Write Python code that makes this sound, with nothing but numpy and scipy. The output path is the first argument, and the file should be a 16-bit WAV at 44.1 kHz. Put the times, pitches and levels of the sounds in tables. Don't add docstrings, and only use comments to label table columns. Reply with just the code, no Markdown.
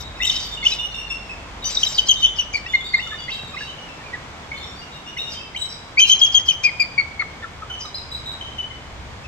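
import sys
import numpy as np
from scipy import signal
from scipy.fft import rfft, irfft
from scipy.io import wavfile
from scipy.ndimage import uniform_filter1d, minimum_filter1d

SR = 44100
rng = np.random.default_rng(int(sys.argv[2]) if len(sys.argv) > 2 else 0)


def undo_db(level):
    steps = np.asarray(level, float) / 20
    return 10 ** steps


def generate_wav(signal):
    frames = np.transpose(np.atleast_2d(signal))
    scaled = np.clip(frames, -1, 1) * 32767
    pcm = np.round(scaled).astype(np.int16)
    wavfile.write(sys.argv[1], SR, pcm)


N = 408807

# (time [s], left minus right [dB])
NEAR_SIDE = [
    (0.0, 9),
    (0.5, -0.5),
    (1.32, 11.5),
    (1.81, 4.5),
    (2.9, 2.5),
    (3.6, -4),
    (5.9, 2.5),
    (6.8, 6.5),
    (7.3, 4),
]
# (time [s], length [s], pitch [Hz], level [dB], octave partial [dB])
YELPS = [(0.227, 0.011, 3000, -14, -1), (0.236, 0.0095, 3083, -12.5, -2), (0.244, 0.014, 3080, -14.5, -8),
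         (0.243, 0.021, 3774, -23, 2), (0.258, 0.027, 3750, -17, -14), (0.287, 0.019, 3710, -17, -10),
         (0.36, 0.017, 3900, -28, -22), (0.624, 0.026, 2154, -25.5, -12), (1.638, 0.069, 3024, -39.5, 9),
         (0.658, 0.015, 3090, -13, -20), (0.716, 0.022, 3960, -23.5, -28.5)]
# (time [s], length [s], pitch [Hz], level [dB], octave partial [dB])
FIRST_RUN = [(1.763, 0.02, 3845, -17.5, -30), (1.826, 0.018, 3200, -14, -17.5),
             (1.86, 0.02, 3920, -20.5, -23), (1.973, 0.013, 3970, -15.5, -33),
             (1.976, 0.03, 3104, -15.5, -13), (2.08, 0.043, 3182, -14, -9.5),
             (2.219, 0.048, 3060, -16, -13.5), (2.38, 0.043, 2956, -19.5, -13),
             (2.534, 0.0456, 2304, -19.5, -9), (2.733, 0.027, 2115, -15.5, -16),
             (2.933, 0.026, 2112, -17, -13), (3.112, 0.041, 1751, -34.5, -12)]
# (time [s], length [s], pitch [Hz], level [dB], octave partial [dB])
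SECOND_RUN = [(5.995, 0.049, 3126, -12.5, -6.5), (6.089, 0.053, 3142, -11, -14.5),
              (6.209, 0.047, 3253, -11, -14.5), (6.34, 0.048, 3228, -13.5, -16),
              (6.478, 0.039, 3105, -14.5, -15), (6.634, 0.044, 2430, -15.5, -12),
              (6.794, 0.041, 2403, -17.5, -7), (6.976, 0.0434, 2220, -18.5, -14),
              (7.19, 0.035, 2186, -23.5, -12.5), (7.421, 0.026, 1814, -29.5, -17.5),
              (7.614, 0.024, 1303, -35, -14)]
# (time [s], length [s], pitch [Hz], level [dB])
STRAYS = [(3.1, 0.016, 3600, -38), (0.71, 0.031, 2600, -32), (0.55, 0.014, 3200, -41),
          (3.6, 0.039, 1700, -36), (2.22, 0.081, 3100, -35), (2.085, 0.013, 4150, -29.5),
          (6.638, 0.0085, 3500, -28), (4.126, 0.025, 1945, -28), (6.255, 0.015, 2900, -29),
          (6.49, 0.039, 2520, -37), (6.04, 0.029, 2780, -20.5), (6.385, 0.022, 1980, -41),
          (7.431, 0.025, 1375, -33.5)]
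# (time [s], length [s], first pitch [Hz], pitch reached [Hz], level [dB])
OPENERS = [(0.197, 0.013, 1790, 2130, -25.5), (0.215, 0.021, 2484, 3070, -25.5),
           (0.644, 0.022, 2460, 3050, -25), (1.703, 0.024, 3300, 3820, -50),
           (1.825, 0.017, 2730, 3120, -21.5), (2.65, 0.024, 1760, 2030, -32.5),
           (2.656, 0.029, 2540, 2940, -32.5), (2.979, 0.021, 1770, 2125, -29.5),
           (2.992, 0.018, 2610, 2900, -31.5), (3.275, 0.026, 1820, 2220, -31),
           (3.292, 0.025, 2540, 2950, -34), (3.563, 0.019, 1870, 2250, -30),
           (3.577, 0.026, 2580, 3070, -35), (4.03, 0.015, 2230, 2450, -44), (4.047, 0.078, 2520, 2210, -48),
           (4.137, 0.026, 1810, 1720, -41.5), (3.12, 0.023, 1380, 1190, -38),
           (3.531, 0.025, 1330, 1140, -40), (5.163, 0.018, 1910, 2280, -31), (5.175, 0.03, 2440, 2910, -39),
           (5.977, 0.025, 4430, 5110, -29), (0.222, 0.025, 5600, 6260, -33.5),
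           (0.657, 0.03, 5500, 6230, -39), (5.543, 0.02, 1910, 2450, -32.5),
           (5.559, 0.021, 2740, 3080, -34), (5.97, 0.022, 2090, 2530, -16),
           (5.986, 0.016, 2448, 2576, -10.5), (7.204, 0.025, 1515, 1196, -32.5),
           (7.205, 0.022, 2030, 1760, -33), (6.657, 0.044, 2300, 2150, -30),
           (6.816, 0.034, 2296, 2115, -31), (6.992, 0.029, 1450, 1200, -44.5)]
# (time [s], share of pitch lost [1/s], level lost over the note [dB])
SLACKEN = [(0.23, -2, -3), (0.245, -0.3, 1), (0.62, -0.5, -1), (0.66, 0.5, -5), (0.72, -0.5, 5),
           (1.83, -1, 6.5), (1.98, 2, -2), (2.08, 1.2, -8), (2.22, 0.2, 2), (2.38, 0.7, 8), (2.54, 2.2, -2),
           (2.74, -1.3, -2.5), (5.99, -0.3, 2.5), (6.09, -0.5, -0.5), (6.21, 0, -2), (6.34, -0.1, 2.5),
           (6.55, -0.2, 0.5), (6.9, 1.5, 15), (7.2, 1, -3)]
# (time [s], roughness [0-1])
ROUGH = [(0, .5), (1.9, .5), (2.0, .7), (2.6, .65), (2.7, .15), (3.2, .2), (3.3, .5), (5.9, .3), (6.05, .3),
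         (6.1, .5), (9.27, .5)]
# (time [s], peak level [dB], pitch [Hz])
CLUCKS = [
    (3.061, -47, 1290),
    (3.1235, -53, 1730),
    (3.998, -50, 1730),
    (7.693, -44.5, 1376),
    (7.844, -44, 1190),
]
# (time [s], length [s], level [dB])
RASPS = [(0, 0.023, -39.5), (0.265, 0.13, -32.5), (0.364, 0.14, -39), (0.651, 0.083, -31),
         (1.679, 0.078, -35), (1.807, 0.12, -33.5), (2.536, 0.051, -42.5), (3.3, 0.082, -58),
         (3.601, 0.058, -51.5), (5.301, 0.076, -43.5), (5.604, 0.13, -49), (5.993, 0.014, -24),
         (6.07, 0.04, -30.5), (6.636, 0.025, -33), (7.797, 0.06, -47)]
# (time [s], length [s], pitch [Hz], level [dB])
FAR_NOTES = [(0.21, 0.0087, 2110, -25.5), (0.212, 0.056, 2745, -38), (0.296, 0.021, 3050, -20),
             (0.349, 0.024, 3100, -33.5), (0.57, 0.017, 2900, -33), (0.786, 0.092, 2880, -33.5),
             (0.941, 0.087, 2794, -36), (1.099, 0.035, 2735, -30.5), (1.292, 0.032, 2624, -34.5),
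             (2.685, 0.081, 2910, -43.5), (3.01, 0.04, 2890, -39), (3.071, 0.0088, 2990, -31),
             (3.14, 0.125, 2905, -47), (3.307, 0.094, 2700, -43.5), (3.524, 0.041, 2525, -41),
             (3.593, 0.049, 2780, -40), (3.669, 0.044, 3050, -40.5), (3.782, 0.063, 2894, -46),
             (3.97, 0.039, 2730, -53.5), (0.254, 0.04, 2060, -42), (4.514, 0.013, 2240, -32.5),
             (4.536, 0.054, 3100, -45.5), (5.062, 0.048, 2853, -39.5), (5.169, 0.02, 2875, -35),
             (5.209, 0.088, 2836, -41.5), (5.341, 0.058, 3118, -42), (5.56, 0.017, 3102, -29),
             (7.695, 0.062, 3035, -35), (8.409, 0.028, 3080, -34), (8.455, 0.074, 3100, -45),
             (8.58, 0.036, 3043, -34), (8.708, 0.014, 2100, -38),
             (0.002, 0.012, 3790, -30.5), (0.03, 0.054, 3820, -44.5), (0.11, 0.08, 3755, -53),
              (0.203, 0.035, 3680, -33.5), (0.33, 0.076, 3743, -35), (0.397, 0.1, 3510, -47),
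              (0.511, 0.043, 3696, -35), (0.61, 0.094, 3490, -40), (0.784, 0.019, 3660, -33),
              (0.935, 0.026, 3630, -35), (1.093, 0.018, 3556, -37), (1.622, 0.051, 3790, -39),
              (1.717, 0.11, 3936, -37), (2.158, 0.055, 3690, -36.5), (2.259, 0.03, 3447, -33.5),
              (2.681, 0.058, 3510, -36.5), (2.749, 0.014, 3680, -34), (2.804, 0.014, 3500, -34.5),
              (2.84, 0.046, 3694, -34.5), (2.952, 0.034, 3754, -35.5), (3.022, 0.037, 3550, -36),
              (3.042, 0.11, 3596, -40.5), (3.201, 0.067, 3430, -41.5), (3.291, 0.088, 3160, -40.5),
              (3.315, 0.0676, 3830, -36), (3.468, 0.046, 3740, -41), (3.39, 0.07, 3840, -44.5),
              (3.53, 0.11, 3850, -45.5), (3.634, 0.054, 3900, -43.5), (4.541, 0.092, 3600, -45),
              (4.58, 0.1, 3755, -51), (4.593, 0.084, 3480, -49), (4.659, 0.087, 3620, -50),
              (4.914, 0.07, 3780, -47), (5.051, 0.062, 3580, -51.5), (5.183, 0.03, 3754, -30),
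              (5.245, 0.055, 3720, -41.5),
             (0.31, 0.054, 4200, -42), (0.39, 0.035, 6050, -54), (0.398, 0.068, 4660, -41.5),
            (3.303, 0.047, 4540, -46), (3.59, 0.049, 4580, -48), (1.64, 0.12, 4760, -42),
            (1.839, 0.031, 5220, -42), (1.942, 0.02, 4840, -30), (1.943, 0.04, 4570, -38),
            (2.061, 0.017, 4280, -32.5), (2.85, 0.13, 4570, -43.5), (3.182, 0.09, 4700, -47.5),
            (4.568, 0.041, 4270, -43), (4.629, 0.092, 5510, -52), (4.758, 0.05, 4630, -46),
            (5.07, 0.034, 5800, -54.5), (2.08, 0.022, 7420, -40.5), (1.705, 0.03, 7480, -36.5),
            (1.743, 0.017, 5900, -31.5), (1.872, 0.021, 7380, -37.5), (5.296, 0.053, 5670, -46.5),
            (5.317, 0.025, 4890, -37), (5.373, 0.066, 4880, -53.5), (8.008, 0.194, 5020, -55.5),
            (5.571, 0.024, 3870, -34.5), (5.61, 0.035, 3930, -32), (5.7, 0.036, 4910, -44.5),
            (5.57, 0.062, 7850, -42), (5.685, 0.05, 5540, -46.5), (0.916, 0.018, 4270, -46),
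            (1.075, 0.02, 4290, -50), (7.814, 0.057, 5950, -49), (6.022, 0.03, 4090, -35),
            (6.083, 0.025, 4110, -37.5), (7.805, 0.028, 5020, -36.5), (7.85, 0.014, 3920, -35.5),
            (7.942, 0.0093, 4210, -28.5), (7.95, 0.018, 4966, -32), (7.978, 0.018, 3983, -34),
            (8.113, 0.066, 3973, -35), (8.255, 0.079, 3836, -36.5)]
# (time [s], peak level [dB], pitch [Hz])
PIPS = [
    (0.168, -28.5, 2590),
    (3.8847, -31.5, 2700),
    (4.813, -29, 2880),
    (4.9413, -31, 2830),
    (5.391, -27.5, 2650),
    (9.235, -30, 2623),
]
# (note pitch [Hz], level [dB])
FAR_OCTAVE = [(2100, -29), (2800, -10), (3100, -21), (3650, -16.5), (3950, -21), (4900, -27)]
# (time [s], left minus right [dB])
FAR_SIDE = [(0.0, 3), (0.07, -3.5), (5.65, 3), (6.84, 2), (7.2, -3.5), (9.27, 4)]
# (frequency [Hz], level [dB per Hz])
WOODS = [(71, -31), (120, -1), (163, -7), (383, -13), (424, -12), (612, -11), (750, -10.5), (957, -9.5),
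         (1990, -15.5), (2160, -13), (2700, -18.5), (3450, -17.5), (3670, -20.5), (8980, -31.5),
         (12000, -47), (15600, -64)]
# (frequency [Hz], level [dB per Hz])
GROUND = [(12, -36.5), (20, -8), (70, 0), (140, -8), (180, -37), (310, -120)]
# (time [s], rumble [dB], engine hum and deep bass [dB])
RUMBLE = [(0.0, -38, -57), (0.15, -46.5, -44.5), (2.17, -48, -45.5), (3.72, -48.5, -55.5), (6.48, -50, -57),
          (9.27, -43.5, -50.5)]
# (frequency [Hz], likeness [0-1])
LIKENESS = [(60, 0.76), (130, 0.92), (290, 0.8), (640, 0.45), (1410, 0), (3100, 0.2), (6820, 0), (15000, 0)]
# (frequency [Hz], gain [dB])
MIC = [(7000, 2.5), (8300, -1), (10000, -7.5), (12500, 6), (15500, 7.5)]

STRAIN_HZ = 2900
SLACK_DROOP = 0.65
PORT_LAG_S = 0.0001
CUT_HZ = 15700


def eagle():
    voice, air = np.zeros(N), breath()
    rise_s, flutter_db = 0.011, 2.2
    upper_db = (-21.5, -29, -39, -41)
    times, sag, fade_db = np.array(SLACKEN).T
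    rough_times, roughness = np.array(ROUGH).T
    strays = [row + (-27.5,) for row in STRAYS]
    notes = []
    for s, length, hz, db, octave_db in YELPS + FIRST_RUN + SECOND_RUN + strays:
        half_fall = np.interp(s, times, sag) * length / 2
        notes.append((s, length, hz * (1 + half_fall), hz * (1 - half_fall), db, octave_db,
                      np.interp(s, times, fade_db), np.interp(s, rough_times, roughness)))
    for row in OPENERS:
        notes.append(row + (-15.5, 0, np.interp(row[0], rough_times, roughness)))
    for s, note in syrinx(notes, rise_s, fall_s=0.008, waver=0.0081, flutter_db=flutter_db, hoarse=0.13,
                          upper_db=upper_db, scoop=0.028, droop=0.05):
        add(voice, note, s)
    clucks = [(s, 0.028, hz * 1.1, hz * 0.99, db + 4.5, -28, 0, 0.2) for s, db, hz in CLUCKS]
    for s, note in syrinx(clucks, rise_s, fall_s=0.023, waver=0.0026, flutter_db=flutter_db, hoarse=0.07,
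                          upper_db=upper_db, scoop=0, droop=0):
        add(voice, note, s)
    direct = ports(voice + air, curve(NEAR_SIDE, 1), PORT_LAG_S)
    echo = trees(voice + 0.6 * air, early_db=-10.5, early_t60=0.19, late_db=-19, late_t60=0.8, damp_hz=7600)
    return direct + echo


def breath():
    out = np.zeros(N)
    puff = unit(band(band(rng.standard_normal(N), 30, 600), 30, 800))
    puff *= undo_db(3.5 * walk(120))
    wide = band(band(rng.standard_normal(N), 2100, 7600), 1600, 8000)
    wide = unit(wide * undo_db(2.5 * walk(90)))
    edge = unit(band(band(rng.standard_normal(N), 8400, 15000), 11000, 15500))
    edge *= undo_db(-33 + 6 * walk(30))
    rasp_first_hz, rasp_last_hz, rasp_wide_db, gasp_wide_db = 5890, 5330, -3.5, -8
    forced = [note for note in FIRST_RUN + SECOND_RUN[1:] if note[2] > STRAIN_HZ]
    gasps = [(s - 0.017, 0.035, db - 21, 5800, 4260, gasp_wide_db) for s, length, hz, db, _ in forced]
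    trails = [(s + length, 0.022, db - 24, rasp_first_hz, 5200, gasp_wide_db)
              for s, length, hz, db, _ in forced]
    rasps = [row + (rasp_first_hz, rasp_last_hz, rasp_wide_db) for row in RASPS]
    puffs = gasps + trails + rasps
    beaks = 1 + 0.035 * rng.standard_normal((len(puffs), 2))
    for (s, length, db, first_hz, last_hz, wide_db), beak in zip(puffs, beaks):
        t = np.arange(int(1.85 * length * SR)) / SR
        at = int(s * SR) + np.arange(len(t))
        hz = np.interp(t, [0, length], [first_hz, last_hz] * beak)
        shape = np.sin(np.pi * (t / t[-1]) ** 0.54)
        resonance = puff[at] * np.sin(2 * np.pi * np.cumsum(hz) / SR)
        hiss = resonance + undo_db(wide_db) * wide[at] + edge[at]
        add(out, undo_db(db) * shape * hiss, s - 0.15 * length)
    return out


def syrinx(notes, rise_s, fall_s, waver, flutter_db, hoarse, upper_db, scoop, droop):
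    pitch_walk, size_walk, octave_walk = walk(200), walk(130), walk(170)
    grit = unit(band(band(rng.standard_normal(N), 40, 380), 40, 380))
    beat = np.array([walk(260) + 1j * walk(260) for _ in range(2)]) / np.sqrt(2)
    for s, length, first_hz, last_hz, db, octave_db, fade_db, rough in notes:
        t = np.arange(int((length + 4 * fall_s) * SR)) / SR
        at = np.clip(int(s * SR) + np.arange(len(t)), 0, N - 1)
        strain = 1 if first_hz > STRAIN_HZ else SLACK_DROOP
        onset = np.exp(-t / 0.006)
        ending = np.clip((t - length) / fall_s + 1, 0, 2)
        bend = waver * pitch_walk[at] - scoop * onset - droop * strain * ending
        hz = np.interp(t, [0, length], [first_hz, last_hz]) * (1 + bend)
        phase = 2 * np.pi * np.cumsum(hz) / SR + hoarse * strain * grit[at]
        rise = np.sin(np.pi / 2 * np.clip(t / rise_s, 0, 1)) ** 2
        shape = rise * np.exp(-(np.maximum(t - length + fall_s, 0) / fall_s) ** 2)
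        shares = np.clip([rough, rough + 0.25], 0, 1)
        sides = [np.sqrt(1 - share ** 2) + share * wobble[at] for share, wobble in zip(shares, beat)]
        upper = np.imag(sides[1] * np.exp(2j * phase))
        for k, part_db in enumerate(upper_db, start=3):
            if k * first_hz < CUT_HZ * 1.05:
                upper = upper + undo_db(part_db) * np.sin(k * phase)
        tone = undo_db(flutter_db * size_walk[at]) * np.imag(sides[0] * np.exp(1j * phase))
        tone = tone + undo_db(octave_db + flutter_db * octave_walk[at]) * shape * upper
        yield s, np.sqrt(2) * undo_db(db - fade_db * (t / length - 0.5)) * shape * tone


def neighbours():
    voice = np.zeros(N)
    pips = [(s, 0.03, hz, db - 13.0) for s, db, hz in PIPS]
    notes = [(s, length, hz, hz, db, colour(FAR_OCTAVE, hz), 0, 0.45)
             for s, length, hz, db in FAR_NOTES + pips]
    for s, note in syrinx(notes, rise_s=0.005, fall_s=0.0076, waver=0.009, flutter_db=2.5, hoarse=0.15,
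                          upper_db=(-11, -21.5, -37, -46.5), scoop=0.02, droop=0.022):
        add(voice, note, s)
    direct = ports(voice, curve(FAR_SIDE, 1), PORT_LAG_S)
    return direct + trees(voice, early_db=-3, early_t60=0.33, late_db=-7, late_t60=0.62, damp_hz=8300)


def trees(x, early_db, early_t60, late_db, late_t60, damp_hz):
    t = np.arange(int(1.5 * SR)) / SR
    sparse = rng.standard_normal((2, len(t))) * (rng.random((2, len(t))) < 0.08)
    early = sparse * undo_db(-60 * t / early_t60) * (t > 0.002)
    late = band(rng.standard_normal((2, len(t))), 1700, damp_hz)
    late = late * undo_db(-60 * t / late_t60) * np.clip(t / 0.017, 0, 1)
    echo = undo_db(early_db) * early / np.sqrt(np.sum(early ** 2) / 2)
    echo = echo + undo_db(late_db) * late / np.sqrt(np.sum(late ** 2) / 2)
    return signal.fftconvolve(x[None], echo, axes=1)[:, :N]


def ports(x, pan_db, lag_s):
    hz = np.arange(N // 2 + 1) * SR / N
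    lag = np.minimum(2 * np.pi * hz * lag_s, np.pi / 2)
    late = irfft(rfft(x) * np.exp(-1j * lag), N)
    return np.array([x * undo_db(pan_db / 2), late * undo_db(-pan_db / 2)])


def knock():
    t = np.arange(int(0.02 * SR)) / SR
    out = np.zeros(N)
    push = np.exp(-t / 0.00045)
    rebound = 0.33 * np.sin(2 * np.pi * 110 * t) * np.exp(-t / 0.016)
    add(out, undo_db(-22) * (push - rebound), 3.435)
    return band(out, 40, 3500)


def woods():
    hz = np.maximum(np.arange(N // 2 + 1) * SR / N, 1)
    alike = np.clip(colour(LIKENESS, hz), 0, 1) ** 0.65
    mid, side = rfft(rng.standard_normal((2, N))) * np.sqrt([1 + alike, 1 - alike])
    both = np.array([mid + side, (mid - side) * np.exp(-2j * np.pi * hz * PORT_LAG_S)])
    hiss = irfft(both * undo_db(colour(WOODS, hz)) * (hz > 130), N)
    hiss *= undo_db(-45) / np.std(band(hiss, 150, 1100)) * undo_db(0.7 * walk(1.5) + 0.4 * walk(9))
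    bass = both * undo_db(colour(GROUND, hz))
    rumble = unit(irfft(bass * (hz > 58) * (hz <= 130), N))
    rumble = rumble * undo_db(curve(RUMBLE, 1) + 1.5 * walk(5))
    deep = unit(irfft(bass * (hz <= 58), N))
    hum_hz = 48.4 * (1 + 0.012 * walk(3))
    hum = np.sin(2 * np.pi * np.cumsum(hum_hz) / SR)
    near_engine = np.clip((3.2 - np.arange(N) / SR) / 0.66, 0, 1)
    engine = undo_db(curve(RUMBLE, 2)) * ((1 - 0.5 * near_engine) * deep + 1.33 * near_engine * hum)
    return hiss + rumble + engine


def unit(x):
    return x / np.sqrt(np.mean(x ** 2))


def walk(rate, size=N):
    k = int(SR / rate)
    steps = np.repeat(rng.standard_normal(size // k + 1), k)
    return unit(uniform_filter1d(uniform_filter1d(steps, k), k)[:size])


def band(x, lo_hz, hi_hz):
    sos = signal.butter(2, [lo_hz, min(hi_hz, 0.45 * SR)], "band", fs=SR, output="sos")
    return signal.sosfilt(sos, x)


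def curve(table, column):
    table = np.array(table)
    return np.interp(np.arange(N) / SR, table[:, 0], table[:, column])


def colour(table, hz):
    table = np.array(table)
    return np.interp(np.log(hz), np.log(table[:, 0]), table[:, 1])


def add(track, sound, s):
    i = max(int(s * SR), 0)
    track[..., i:i + sound.shape[-1]] += sound[..., :N - i]


def scene():
    return eagle() + neighbours() + knock() + woods()


def roll_off(x):
    return signal.sosfilt(signal.butter(12, 15710, fs=SR, output="sos"), x)


def record(dry):
    hz = np.maximum(np.arange(N // 2 + 1) * SR / N, 1)
    dry = irfft(rfft(dry) * undo_db(colour(MIC, hz)) * (hz < CUT_HZ), N)
    headroom = np.minimum(1, 0.93 / np.maximum(np.abs(dry).max(axis=0), 1e-6))
    gain = uniform_filter1d(minimum_filter1d(headroom, size=441), size=221)
    return roll_off(dry * gain)


dry = scene()
out = record(dry)
generate_wav(out)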